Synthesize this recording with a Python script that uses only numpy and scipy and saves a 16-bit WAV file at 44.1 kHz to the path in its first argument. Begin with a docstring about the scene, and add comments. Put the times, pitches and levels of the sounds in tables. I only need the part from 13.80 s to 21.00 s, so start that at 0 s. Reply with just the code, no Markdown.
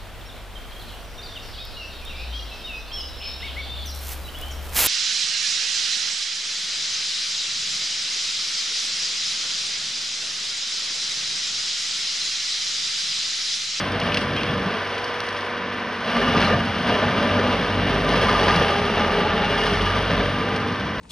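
"""A stump grinder works outdoors: from the start its four-cylinder diesel drones while the toothed wheel thumps,
rasps and sprays chips. Stones clack, roots boom and squeaks flash by in both sweeps; a short scrape comes
near 0.6 s. From about 0.9 s the cutting fades; at 2.3 s the wheel goes back through the stump, steel and wood
sing, the wheel chatters, the guard clangs and chunks tear loose. The engine sags most near 5 s, then recovers.
Sines make the engine tones and filtered random blows the cutting; house fronts return a faint tail throughout."""
import sys
import numpy as np
from scipy import signal
from scipy.fft import rfft, irfft, next_fast_len
from scipy.io import wavfile
from scipy.ndimage import map_coordinates

SR = 44100
rng = np.random.default_rng(int(sys.argv[2]) if len(sys.argv) > 2 else 0)


def dump(signal):
    """Clip the signal to [-1, 1] and save it as 16-bit WAV at the path in sys.argv[1]."""
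    limited = np.clip(np.atleast_2d(signal).T, -1, 1)
    pcm = np.round(limited * 32767).astype(np.int16)
    wavfile.write(sys.argv[1], SR, pcm)


N = 317520

# ringing notes of the steel guard and housing: (frequency [Hz], width [Hz], relative level [dB])
GUARD_MODES = [(905, 25, -2), (946, 23, -0.5), (1011.4, 23, 1), (1162, 19, 3.5), (1211, 24.4, 5),
               (1440, 59, -6), (1600, 77, -1), (1648, 45, -1), (1764, 34, 1.5), (2352, 68, -4.5)]
# bite of the teeth in the second sweep, back through the stump: (time [s], level [dB])
SECOND_SWEEP_BITE = [(2.29, -27.5), (2.43, -22), (2.69, -21.5), (2.745, -25), (2.77, -28.5), (2.87, -32.5),
                     (3.01, -29.5), (3.03, -34), (3.05, -26.5), (3.14, -19), (3.4, -23.5), (3.67, -20.5),
                     (3.82, -26.5), (4.22, -24.5), (4.42, -22), (4.75, -20.5), (5.16, -25.5), (5.19, -19),
                     (5.35, -24.5), (6.12, -27.5), (6.41, -24), (6.43, -28), (6.94, -34), (6.97, -36.5),
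                     (7.2, -42)]
# lull in the skirt boom and overtone load: (start [s], end [s], fade [s], drop [dB])
BOOM_LULL = (1.01, 1.71, 0.17, 20)
# the wheel chatters in the deepest cuts: (start [s], end [s], level [dB])
CHATTER_SPELLS = [(2.378, 2.762, -30.5), (3.053, 3.75, -33), (4.376, 4.863, -27), (4.86, 5.365, -30.5)]
CHATTER_FADE_S = 0.055


def amp(db):
    """Turn decibels into a gain."""
    return 10 ** (np.asarray(db) / 20)


def unit(x):
    """Scale to an average power (rms) of 1."""
    return x / np.sqrt(np.mean(x ** 2) + 1e-20)


def along(points, hz):
    """Read (Hz, value) points at any frequency, on a log axis."""
    f, v = np.transpose(points)
    return np.interp(np.log(hz + 1), np.log(f + 1), v)


def curves(rows):
    """Give one value per sample for each column after the time."""
    s, *cols = np.transpose(rows)
    return [np.interp(np.arange(N) / SR, s, c) for c in cols]


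def swing(rows):
    """Give a dB curve as rises and falls about its own mean."""
    db, = curves(rows)
    return db - db.mean()


def wobble(rate):
    """Draw a smooth random curve with rate knots a second."""
    knots = rng.standard_normal(int(N * rate / SR) + 4)
    return map_coordinates(knots, [np.arange(N) * rate / SR])


def window(start, end, fade):
    """Fade a level in from start and out towards end (all in seconds)."""
    t = np.arange(N) / SR
    return np.clip(np.minimum(t - start, end - t) / fade, 0, 1)


def lull(start, end, fade, drop_db):
    """Dip in dB between two times, with fades centred on its edges."""
    t = np.arange(N) / SR
    return -drop_db * np.clip(np.minimum(t - start, end - t) / fade + .5, 0, 1)


def filtered(x, response):
    """Multiply the spectrum of x by a complex response of frequency."""
    size = 2 * next_fast_len(N // 2 + SR // 4)
    return irfft(rfft(x, size) * response(np.fft.rfftfreq(size, 1 / SR)), size)[..., :N]


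def coloured(x, spectrum):
    """Filter with the gain of (Hz, dB) points, without any sound ahead of its cause."""
    def response(hz):
        # folding the cepstrum forward in time makes the filter causal
        cepstrum = irfft(np.log(amp(along(spectrum, hz))))
        cepstrum[1:len(hz) - 1] *= 2
        cepstrum[len(hz):] = 0
        return np.exp(rfft(cepstrum))
    return filtered(x, response)


def resonant(x, modes):
    """Let x ring a body with (Hz, width, dB) modes of alternating sign."""
    def response(f):
        total = 0
        for k, (c, w, db) in enumerate(modes):
            total = total + (-1) ** k * amp(db) * 1j * f * w / (c * c - f * f + 1j * f * w)
        return total
    return filtered(x, response)


def wandering(x, modes, note, focus, drift_db):
    """Ring modes of drifting strength; those near the moving note speak most (focus: log-frequency width)."""
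    hz, = curves(note)
    gains = np.array([(np.exp(-(np.log(c / hz) / focus) ** 2) + 0.76) * amp(drift_db * wobble(6))
                      for c, w, db in modes])
    gains /= np.linalg.norm(gains, axis=0)
    return unit(sum((-1) ** k * gains[k] * resonant(x, [mode]) for k, mode in enumerate(modes)))


def impacts(rate, spread_db):
    """Make tiny blows at random times, rate a second, with random sizes and signs."""
    struck = rng.random(N) < rate / SR
    signs = np.sign(rng.standard_normal(N))
    sizes = amp(spread_db * np.clip(rng.standard_normal(N), -2, 2))
    return unit(struck * signs * sizes)


def bursts(cycles, decay, scatter_db):
    """Shape one fading burst a cycle, each of a new size; decay is its time constant in cycles."""
    index = cycles.astype(int)
    sizes = amp(scatter_db * rng.standard_normal(index.max() + 1))
    return unit(sizes[index] * np.exp(-(cycles % 1) / decay))


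def strokes(times, levels_db, attack, t60):
    """Shape blows that rise quickly and die by 60 dB in t60 seconds."""
    out, t = np.zeros(N + SR), np.arange(SR // 3) / SR
    for s, db in zip(times, levels_db):
        out[round(s * SR):][:len(t)] += amp(db - 60 * t / t60) * (1 - np.exp(-t / attack))
    return out[:N]


def driven(law, bite_db, strain):
    """Level in dB of a part that follows the bite and the strain (0-1)."""
    db, growth, strain_db = law
    return db + growth * bite_db + strain_db * strain


def exhaust(turns, load_db):
    """Hum on multiples of the crankshaft speed; the overtones swell under load and flutter."""
    # once-a-turn shake under load, before trims: (time [s], level [dB])
    shake_points = [(2.3, -43), (2.34, -32), (2.72, -34), (3.02, -69), (3.09, -47), (4.22, -25.5),
                    (4.81, -29), (4.91, -49), (5.1, -35), (5.7, -33), (5.9, -25.5), (6.39, -25),
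                    (7.09, -66), (7.2, -32)]
    # firing tone, twice a turn, before trims: (time [s], level [dB])
    firing_points = [(2.45, -37.5), (2.71, -29), (3.04, -42), (3.23, -35), (3.39, -43), (3.53, -30.5),
                     (3.68, -30.5), (3.84, -41), (3.94, -31), (4.34, -38), (4.67, -30), (5.31, -41.5),
                     (5.52, -34.5), (5.74, -50), (6.11, -27), (6.29, -34), (7.01, -37), (7.2, -46)]
    # engine eases between sweeps: (start [s], end [s], fade [s], drop [dB])
    eased = (0.89, 2.36, 0.12, 10)
    # exhaust overtones: (multiple of crankshaft speed, relative level [dB])
    overtones = [(2.5, -55), (3, -47), (4, -42.5), (4.5, -53), (5, -42.5), (6, -42.5), (8, -49), (11, -54),
                 (12, -48.5)]

    def tone(order):
        return np.sqrt(2) * np.sin(2 * np.pi * (order * turns + rng.random()))

    def flutter_db():
        return 2.5 * wobble(2.5) + 2 * wobble(25)

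    eased_db = lull(*eased)
    shake_db = curves(shake_points)[0] + eased_db - 5.5 + 1.7 * wobble(20)
    firing_db = curves(firing_points)[0] + eased_db + 0.5 + 2.0 * wobble(10)
    low = amp(shake_db) * tone(1) + amp(firing_db) * tone(2)
    upper = sum(amp(db + 3.0 + flutter_db()) * tone(order) for order, db in overtones)
    # the governor can only add so much fuel, so the swell levels off
    return low + amp(0.81 * np.minimum(load_db, 4)) * upper


def whines(turns):
    """Fan blades and timing gears hum on multiples of the crankshaft speed, whatever the load."""
    # fan and gear tones: (multiple of crankshaft speed, mean level [dB])
    gear_tones = [(10, -39.5), (14.5, -54), (20.5, -45), (21.5, -51), (22.5, -46.5), (30, -49.5),
                  (32, -48.5), (36.2, -45)]
    out = np.zeros(N)
    for order, db in gear_tones:
        level = amp(db + 1.7 * wobble(9)) * np.sqrt(2)
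        out += level * np.sin(2 * np.pi * order * turns + 0.17 * wobble(25))
    return out


def clatter(turns):
    """Valves and injectors repeat a pattern every two turns; each firing adds a noisy knock."""
    # sound colour of the engine block: (frequency [Hz], relative level [dB])
    block_colour = [(30, -64), (55, -33), (130, -29), (220, -2), (280, -5.5), (350, -2.5), (450, 1.5),
                    (700, -1), (900, -3.5), (1050, 2), (1350, -1), (1750, 0), (2300, -4), (3200, -10.5),
                    (5500, -23.5), (12000, -55)]
    pattern = rng.standard_normal(2048)
    place = (turns / 2 % 1) * len(pattern) + 0.25 * wobble(67)
    repeating = map_coordinates(pattern, [place], mode="grid-wrap")
    knock = rng.standard_normal(N) * bursts(2 * turns, decay=1.0, scatter_db=0.5)
    lope = 1 + 0.054 * np.cos(2 * np.pi * turns)
    noise = 1.1 * repeating + knock
    return amp(-31.0) * unit(coloured(noise * lope, block_colour))


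def soil_thump(teeth, bite_db, strain):
    """Teeth hit soil and root with many small, dull blows."""
    # (level at average bite [dB], growth [dB per dB of bite], extra at full strain [dB])
    law = (-31.5, 0.087, 1)
    # lull in the thump between sweeps: (start [s], end [s], fade [s], drop [dB])
    thump_lull = (0.89, 2.51, 0.16, 14)
    # sound colour of the soil: (frequency [Hz], relative level [dB])
    soil_colour = [(25, -34), (42, -21), (60, -5.5), (110, -1), (150, -1.5), (180, 1), (250, -5.5),
                   (340, -8), (480, -15), (900, -71.5)]
    level_db = driven(law, bite_db, strain) + lull(*thump_lull)
    return amp(level_db) * unit(coloured(teeth() * impacts(1500, spread_db=0.5), soil_colour))


def skirt_boom(teeth, bite_db, strain):
    """The blows make the hollow under the skirt boom, less and less as the stump is cut down."""
    # (level at average bite [dB], growth [dB per dB of bite], extra at full strain [dB])
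    law = (-29.5, 0.41, 0.29)
    # notes of the hollow: (frequency [Hz], width [Hz], relative level [dB])
    hollow_modes = [(173.5, 33, 0), (208.3, 25, 1), (240, 18.4, 1.5), (304, 45, -8.5)]
    # centre of the boom: (time [s], frequency [Hz])
    boom_centre = [(0, 219), (0.6, 230), (0.87, 200), (1.1, 240), (2.55, 225), (2.8, 199), (3.15, 232),
                   (3.65, 240), (4.1, 174), (4.9, 196), (5.5, 210), (6.1, 183), (7.2, 197)]
    wane_db_per_s, skim_db = 1.1, -4.5  # the first sweep only skims the stump and booms less
    cutting_s = np.maximum(np.arange(N) / SR - SECOND_SWEEP_BITE[0][0], 0)
    level_db = driven(law, bite_db, strain) + lull(*BOOM_LULL)
    level_db += np.where(cutting_s > 0, -wane_db_per_s * cutting_s, skim_db)
    blows = teeth() * impacts(1500, spread_db=3.5)
    return amp(level_db) * wandering(blows, hollow_modes, boom_centre, focus=0.18, drift_db=2.0)


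def wood_tear(teeth, bite_db, strain):
    """Tearing fibres ring the stump, at a new pitch as the cut moves through it."""
    # (level at average bite [dB], growth [dB per dB of bite], change at full strain [dB])
    law = (-32, 1, -0.26)
    # notes of the wood: (frequency [Hz], width [Hz], relative level [dB])
    wood_modes = [(411, 22, 3.5), (456.2, 14.8, 0.5), (490.3, 13.5, -0.5), (541, 24, -2), (584.5, 11.7, 4),
                  (643.6, 17.5, 2.5), (712, 30, 0.5)]
    # centre of the ringing wood: (time [s], frequency [Hz])
    wood_centre = [(0, 484), (2.25, 510), (2.5, 467), (2.7, 560), (3.2, 560), (3.7, 544), (4.0, 460),
                   (4.3, 496), (4.65, 460), (4.88, 550), (5.2, 507), (5.6, 458), (6.0, 444), (6.28, 550),
                   (6.65, 460), (7.2, 467)]
    level_db = driven(law, bite_db, strain) + 0.33 * wobble(60)
    fibres = teeth() * impacts(900, spread_db=1.5)
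    return amp(level_db) * wandering(fibres, wood_modes, wood_centre, focus=0.27, drift_db=1.5)


def guard_ring(teeth, bite_db, strain):
    """The blows of the teeth ring the steel guard."""
    # (level at average bite [dB], growth [dB per dB of bite], extra at full strain [dB])
    law = (-33, 0.59, 1.2)
    blows = teeth() * impacts(5000, spread_db=5.5)
    return amp(driven(law, bite_db, strain)) * unit(resonant(blows, GUARD_MODES))


def wood_rasp(teeth, bite_db, strain):
    """Thousands of tiny blows a second make the rough rasp of the cut."""
    # (level at average bite [dB], growth [dB per dB of bite], extra at full strain [dB])
    law = (-31.5, 0.83, 0.46)
    # sound colour of the rasp: (frequency [Hz], relative level [dB])
    rasp_colour = [(250, -42.5), (380, -12.5), (650, 6), (900, -4), (1250, 4.5), (1370, 1), (1600, -1),
                   (2200, -3.5), (2480, -8.5), (2900, -4), (3600, -5), (6000, -25.5), (9000, -54)]
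    blows = teeth() * impacts(6000, spread_db=2.0)
    return amp(driven(law, bite_db, strain)) * unit(coloured(blows, rasp_colour))


def disc_ring(teeth, bite_db, strain):
    """Rubbing noise in tooth bursts rings the steel disc in a low and a high group of notes."""
    # both laws: (level at average bite [dB], growth [dB per dB of bite], extra at full strain [dB])
    low_law = (-42.5, 0.69, 3.6)
    high_law = (-39.5, 0.58, 0.92)
    # both groups of disc notes: (frequency [Hz], width [Hz], relative level [dB])
    low_modes = [(797.5, 8, 4.5), (834.5, 16, 1.5)]
    high_modes = [(2685, 69, -4), (2858, 66, -0.5), (2955, 41, -6)]
    rub = teeth() * rng.standard_normal(N)
    low = amp(driven(low_law, bite_db, strain)) * unit(resonant(rub, low_modes))
    high = amp(driven(high_law, bite_db, strain)) * unit(resonant(rub, high_modes))
    return low + high


def chip_spray(wheel_turns, bite):
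    """Chips leave in clumps and patter on the guard and the skirt."""
    # flow of chips, used as a swing about its mean: (time [s], level [dB])
    flow_points = [(0.0, -57.5), (0.14, -65), (0.38, -62), (0.4, -64.5), (1.62, -64.5), (1.72, -70),
                   (2.19, -67), (2.34, -59.5), (2.56, -59.5), (2.65, -57.5), (2.73, -63.5), (3.15, -60.5),
                   (4.03, -62.5), (4.63, -56), (5.59, -63), (5.83, -57.5), (7.16, -68.5), (7.2, -68)]
    # sound colour of the chips: (frequency [Hz], relative level [dB])
    chip_colour = [(700, -15), (1600, 1), (2250, 3), (2480, -3.5), (2850, 1.5), (3300, 5), (3700, -7),
                   (5000, -5.5), (6200, -15.5), (8000, -16), (10000, -12), (15000, -44.5)]
    clumps = bite * bursts(3 * wheel_turns + 0.21 * wobble(25) + 2, decay=2.2, scatter_db=1.5)
    patter = unit(coloured(clumps * impacts(6000, spread_db=0.0), chip_colour))
    return amp(-35.0 + 1.09 * swing(flow_points)) * patter


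def wheel(turns, bite_db, sag):
    """Teeth strike in quick bursts, harder once each wheel turn, and ring soil, stump, guard and disc."""
    strain_sag = 2.5  # loss of speed that sets how soon strain builds up [turns a second]
    chatter_share = 0.36  # share of the even tear and rasp that gives way to hammering
    strain = 1 - np.exp(-(sag / strain_sag) ** 2)
    wheel_turns = .29 * turns + .08 * wobble(6)
    bite = amp(0.45 * np.cos(2 * np.pi * wheel_turns) + 0.6 * wobble(25))

    # teeth meet the ragged stump unevenly, so each part is struck in its own rhythm
    def teeth():
        cycles = 8 * wheel_turns + .25 * wobble(40) + 2
        return bite * amp(0.7 * wobble(9)) * bursts(cycles, decay=1.0, scatter_db=0.65)

    contact = (teeth, bite_db, strain)
    hammering = sum(window(start, end, CHATTER_FADE_S) for start, end, db in CHATTER_SPELLS)
    even = 1 - chatter_share * hammering
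    cut = even * (wood_tear(*contact) + wood_rasp(*contact)) + chatter(wheel_turns)
    body = soil_thump(*contact) + skirt_boom(*contact) + guard_ring(*contact) + disc_ring(*contact)
    return body + cut + chip_spray(wheel_turns, bite)


def street(x):
    """The house fronts return a weak, late tail of decaying noise, different on each side."""
    # time for the echo to die by 60 dB: (frequency [Hz], time [s])
    echo_decay = [(100, 0.12), (1500, 0.062), (10000, 0.29)]
    hz, t, z = signal.stft(rng.standard_normal((2, SR // 2)), SR, nperseg=256)
    fading = z * amp(-60 * t / along(echo_decay, hz)[:, None])
    tail = signal.istft(fading, SR, nperseg=256)[1]
    delayed = np.pad(x, (SR // 30, 0))  # a thirtieth of a second late
    return signal.fftconvolve(delayed[None], tail / np.linalg.norm(tail[0]), axes=1)[:, :N]


def stones():
    """Stones and hard chips hit the guard: each gives a short crack and makes the steel ping."""
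    # hits: (time [s], relative crack level [dB], relative ping level near 3 kHz [dB], 60 dB decay [s])
    stone_hits = [(0.119, -32, -28, 0.034), (0.1997, -29, -21, 0.033), (0.213, -46, -12.5, 0.053),
                  (0.3194, -40.5, -13.5, 0.055), (0.3433, -27, -10, 0.041), (0.3708, -25, -9, 0.043),
                  (0.4156, -37, -24, 0.03), (0.563, -35, -18, 0.057), (0.632, -29.5, -14, 0.029),
                  (1.1792, -34.5, -18, 0.055), (1.2415, -34, -40, 0.05), (1.4034, -24, -40, 0.013),
                  (1.4872, -30, -27, 0.03), (1.608, -36, -36, 0.018), (4.246, -32, -37.5, 0.025),
                  (4.289, -30, -33, 0.025), (4.6768, -35, -37, 0.05), (4.7584, -27, -29, 0.06),
                  (6.759, -33, -38, 0.057)]
    # sound colour of the cracks: (frequency [Hz], relative level [dB])
    crack_colour = [(500, -33), (1500, -2), (3000, 12), (5000, 10.5), (6500, -0.5), (10000, 3.5),
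                    (15000, -40)]
    crack, ping, t = np.zeros(N + SR), np.zeros(N + SR), np.arange(SR // 8) / SR
    for s, db, ring_db, t60 in stone_hits:
        shape = amp(-60 * t / t60) * (1 - np.exp(-t / .0004))
        crack[round(s * SR):][:len(t)] += amp(db) * shape
        ping[round(s * SR):][:len(t)] += amp(ring_db) * shape
    grit = unit(coloured(impacts(9000, spread_db=5), crack_colour))
    steel_modes = [(2030, 440, -6.0), (2700, 410, 1.0), (3300, 700, -5.5)]
    steel = unit(resonant(rng.standard_normal(N), steel_modes))
    return amp(3.5) * crack[:N] * grit + amp(-9.0) * ping[:N] * steel


def bites():
    """A tooth that catches a whole root gives a short, dull boom: a quickly fading sine."""
    # bites into roots: (time [s], relative level [dB], pitch [Hz])
    root_bites = [(0.404, -14.5, 214), (0.853, -14, 182), (2.713, -10.5, 212), (2.741, -7.5, 131),
                  (4.6, -13, 141), (4.755, -6, 173.5), (6.331, -12, 170)]
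    out, t = np.zeros(N + SR), np.arange(SR // 4) / SR
    for s, db, hz in root_bites:
        shape = amp(db - 3.5 - 60 * t / 0.1) * (1 - np.exp(-t / 0.0039))
        out[round(s * SR):][:len(t)] += shape * np.sin(2 * np.pi * hz * t)
    return out[:N]


def scrapes():
    """Teeth drag through grit: grains snap in quick, uneven bursts and make the teeth ring."""
    # scrapes: (start [s], end [s], level [dB])
    grit_spells = [(0.54, 0.725, -36)]
    level = sum(amp(db) * window(start, end, fade=0.038) for start, end, db in grit_spells)
    grains = impacts(2500, spread_db=4) * amp(3 * wobble(90))
    tooth_modes = [(2350, 410, -5), (2760, 340, -4), (3230, 220, -6)]
    return level * unit(resonant(grains, tooth_modes))


def squeak():
    """A tooth skids on hard wood, sticking and slipping for an instant: a wavering whistle."""
    # squeaks: (time of peak [s], frequency [Hz], peak level [dB], length [s])
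    skids = [(0.578, 3170, -24, 0.0079), (0.599, 2800, -25, 0.0067), (0.698, 3350, -26, 0.005),
             (1.244, 4600, -36, 0.007), (2.657, 4100, -29, 0.014)]
    t, out = np.arange(N) / SR, np.zeros(N)
    for s, hz, db, length in skids:
        swell = amp(db) * np.exp(-((t - s) / length) ** 2)
        out += swell * np.sin(2 * np.pi * hz * t + 0.46 * wobble(300))
    return out


def singing():
    """Steel and wood sing while the wheel rubs: rough, wavering tones."""
    # tones: (start [s], end [s], first pitch [Hz], last pitch [Hz], relative level [dB], roughness [rad])
    singing_tones = [(2.304, 2.865, 2916, 2850, -40, 0.65), (4.327, 5.2, 414.2, 410, -35.5, 0.74),
                     (4.46, 4.8, 1020, 1012, -32, 0.44), (4.548, 4.776, 845, 830, -36, 0.48),
                     (4.744, 5.35, 1210, 1200, -35.5, 1.1), (4.85, 5.03, 800, 810, -30.5, 0.59),
                     (5.347, 5.756, 826, 836, -34, 0.9), (5.6, 5.74, 2780, 2830, -39, 0.4),
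                     (5.68, 6.04, 2860, 2848, -38, 0.25), (5.979, 6.187, 2885, 2930, -38.5, 0.33),
                     (5.646, 6.11, 407.5, 420, -35, 0.98), (5.723, 6.025, 1750, 1785, -37, 0.71),
                     (5.783, 6.997, 1192, 1202, -37.5, 1.6), (6.566, 6.914, 798, 804, -40, 0.35),
                     (6.584, 6.93, 441.6, 448, -34.5, 0.71)]
    t, out = np.arange(N) / SR, np.zeros(N)
    for start, end, first_hz, last_hz, db, rough in singing_tones:
        cycles = np.cumsum(np.interp(t, [start, end], [first_hz, last_hz])) / SR
        level = amp(db + 3.5 + 3.2 * wobble(35)) * window(start, end, fade=0.05)
        out += level * np.sin(2 * np.pi * cycles + rough * wobble(70))
    return out


def chatter(wheel_turns):
    """The bouncing wheel lands tooth by tooth, unevenly; each blow is a short crack of wood."""
    level = sum(amp(db) * window(start, end, CHATTER_FADE_S) for start, end, db in CHATTER_SPELLS)
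    blows = bursts(6 * wheel_turns + .25 * wobble(45) + 2, decay=0.2, scatter_db=2.5)
    wood_colour = [(150, -22), (420, 5), (700, 5.5), (1600, -5),
                   (2500, -15.5), (3400, -13.5), (6000, -23), (10000, -42)]
    return level * unit(coloured(blows * rng.standard_normal(N), wood_colour))


def clangs():
    """Hard blows of the wheel ring the guard's strongest note, rough from the rattling of its mounts."""
    # blows: (time [s], relative level [dB])
    hard_blows = [(2.47, -20), (2.55, -20), (2.67, -21), (4.484, -17), (4.548, -17.5), (4.695, -16.5),
                  (5.247, -22)]
    hz = max(GUARD_MODES, key=lambda mode: mode[2])[0]
    ring = np.sin(2 * np.pi * hz * np.arange(N) / SR + 0.44 * wobble(110))
    return amp(7.5) * strokes(*np.transpose(hard_blows), attack=0.006, t60=0.095) * ring


def crunches():
    """A chunk tears loose: snapping fibres, dull from the wood and bright from the splinters."""
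    # chunks: (time [s], relative level of dull tear [dB], relative level of bright splintering [dB])
    chunk_breaks = [(2.541, -16, -35), (2.572, -20, -20), (2.614, -18, -16), (2.64, -23, -25),
                    (2.672, -22, -19), (2.701, -15, -26), (2.728, -21.5, -34), (3.087, -33, -23),
                    (3.117, -20, -36), (3.2, -24, -34), (3.28, -22, -32), (3.589, -15.5, -24),
                    (3.646, -20, -34), (4.365, -16, -30), (4.417, -15, -28), (4.49, -28, -19.5),
                    (4.601, -31, -19), (4.625, -25, -20), (4.679, -32, -17), (4.706, -19, -18.5),
                    (4.813, -17, -26), (4.895, -19, -33), (4.925, -26, -28), (5.148, -18, -25),
                    (5.175, -25, -26), (6.297, -23, -21.5)]
    # sound colours of the tear and the splinters: (frequency [Hz], relative level [dB])
    tear_colour = [(150, -43), (280, -25), (400, -1), (650, -5), (850, -16.5), (2000, -35), (8000, -75)]
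    splinter_colour = [(200, -23), (500, -1), (760, -9), (1050, -8), (1350, -6), (1650, -0.5), (2400, -9.5),
                       (4000, -14), (8000, -29), (13000, -54)]
    attack_s, t60_s = 0.0031, 0.089
    s, tear_db, splinter_db = np.transpose(chunk_breaks)
    dull = unit(coloured(impacts(1500, spread_db=1.5), tear_colour))
    bright = unit(coloured(impacts(1400, spread_db=4), splinter_colour))
    tear = strokes(s, tear_db, attack_s, t60_s) * dull
    snap = strokes(s, splinter_db, attack_s, t60_s) * bright
    return amp(0.5) * (tear + snap)


def scene():
    """One crankshaft drives engine and wheel, the bite sets the load, and the sound leans slightly left."""
    # crankshaft speed before a tiny wobble: (time [s], speed [turns a second])
    speed_points = [(0, 48.8), (0.5, 48.7), (1, 48.15), (2.2, 48.2), (2.45, 46.7), (2.8, 45.9), (3.1, 48.6),
                    (3.55, 48.6), (3.8, 48.0), (4.05, 48.9), (4.35, 48.8), (4.68, 45.0), (4.85, 41.0),
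                    (5.05, 39.4), (5.8, 45.4), (6.05, 46.2), (6.35, 48.4), (6.8, 49.5), (7.2, 48.7)]
    # bite of the teeth as the first sweep runs out of the wood: (time [s], level [dB])
    first_sweep_bite = [(0.0, -32), (0.37, -28), (0.41, -32.5), (0.8, -32), (0.92, -29.5), (1.06, -35.5),
                        (2.22, -40)]
    # side level against the middle: (frequency [Hz], level [dB])
    side_width = [(30, -67), (125, -35.5), (300, -23), (1300, -42), (2500, -12), (5000, -8.5), (10000, 0.5)]
    overtone_sag_db = 4.5  # the overtones' load falls this many dB per turn a second lost

    speed, = curves(speed_points)
    turns = np.cumsum(speed * (1 + .003 * wobble(15))) / SR
    bite_db = swing(first_sweep_bite + SECOND_SWEEP_BITE)
    sag = speed.max() - speed
    load_db = 3.0 + 0.94 * bite_db - overtone_sag_db * sag + lull(*BOOM_LULL)

    engine = exhaust(turns, load_db) + whines(turns) + clatter(turns)
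    cutting = wheel(turns, bite_db, sag)
    short_events = stones() + bites() + scrapes() + squeak()
    stump_events = singing() + clangs() + crunches()
    machine = engine + cutting + short_events + stump_events

    # the left side is a little ahead in phase and slightly stronger
    side = filtered(machine, lambda hz: (0.039 + 1j) * amp(along(side_width, hz)))
    echo_colour = [(60, -47), (300, 11), (1200, 8.0), (3000, 8.0), (9000, 21.5)]
    echo = street(coloured(machine, echo_colour))
    return np.array([machine + side, machine - side]) + amp(-22.0) * echo


def record(dry):
    """The microphone dulls the treble; a steep low-pass ends the band."""
    # treble response, with a dip near 7 kHz: (frequency [Hz], level [dB])
    treble_response = [(6000, 0), (6700, -6.5), (7300, -42.5), (8000, -11), (10000, -14), (11500, -9.5),
                       (13000, -24), (15500, -11)]
    top_hz = 15700
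    return filtered(coloured(dry, treble_response), lambda hz: hz < top_hz)


dry = scene()
out = record(dry)
dump(out)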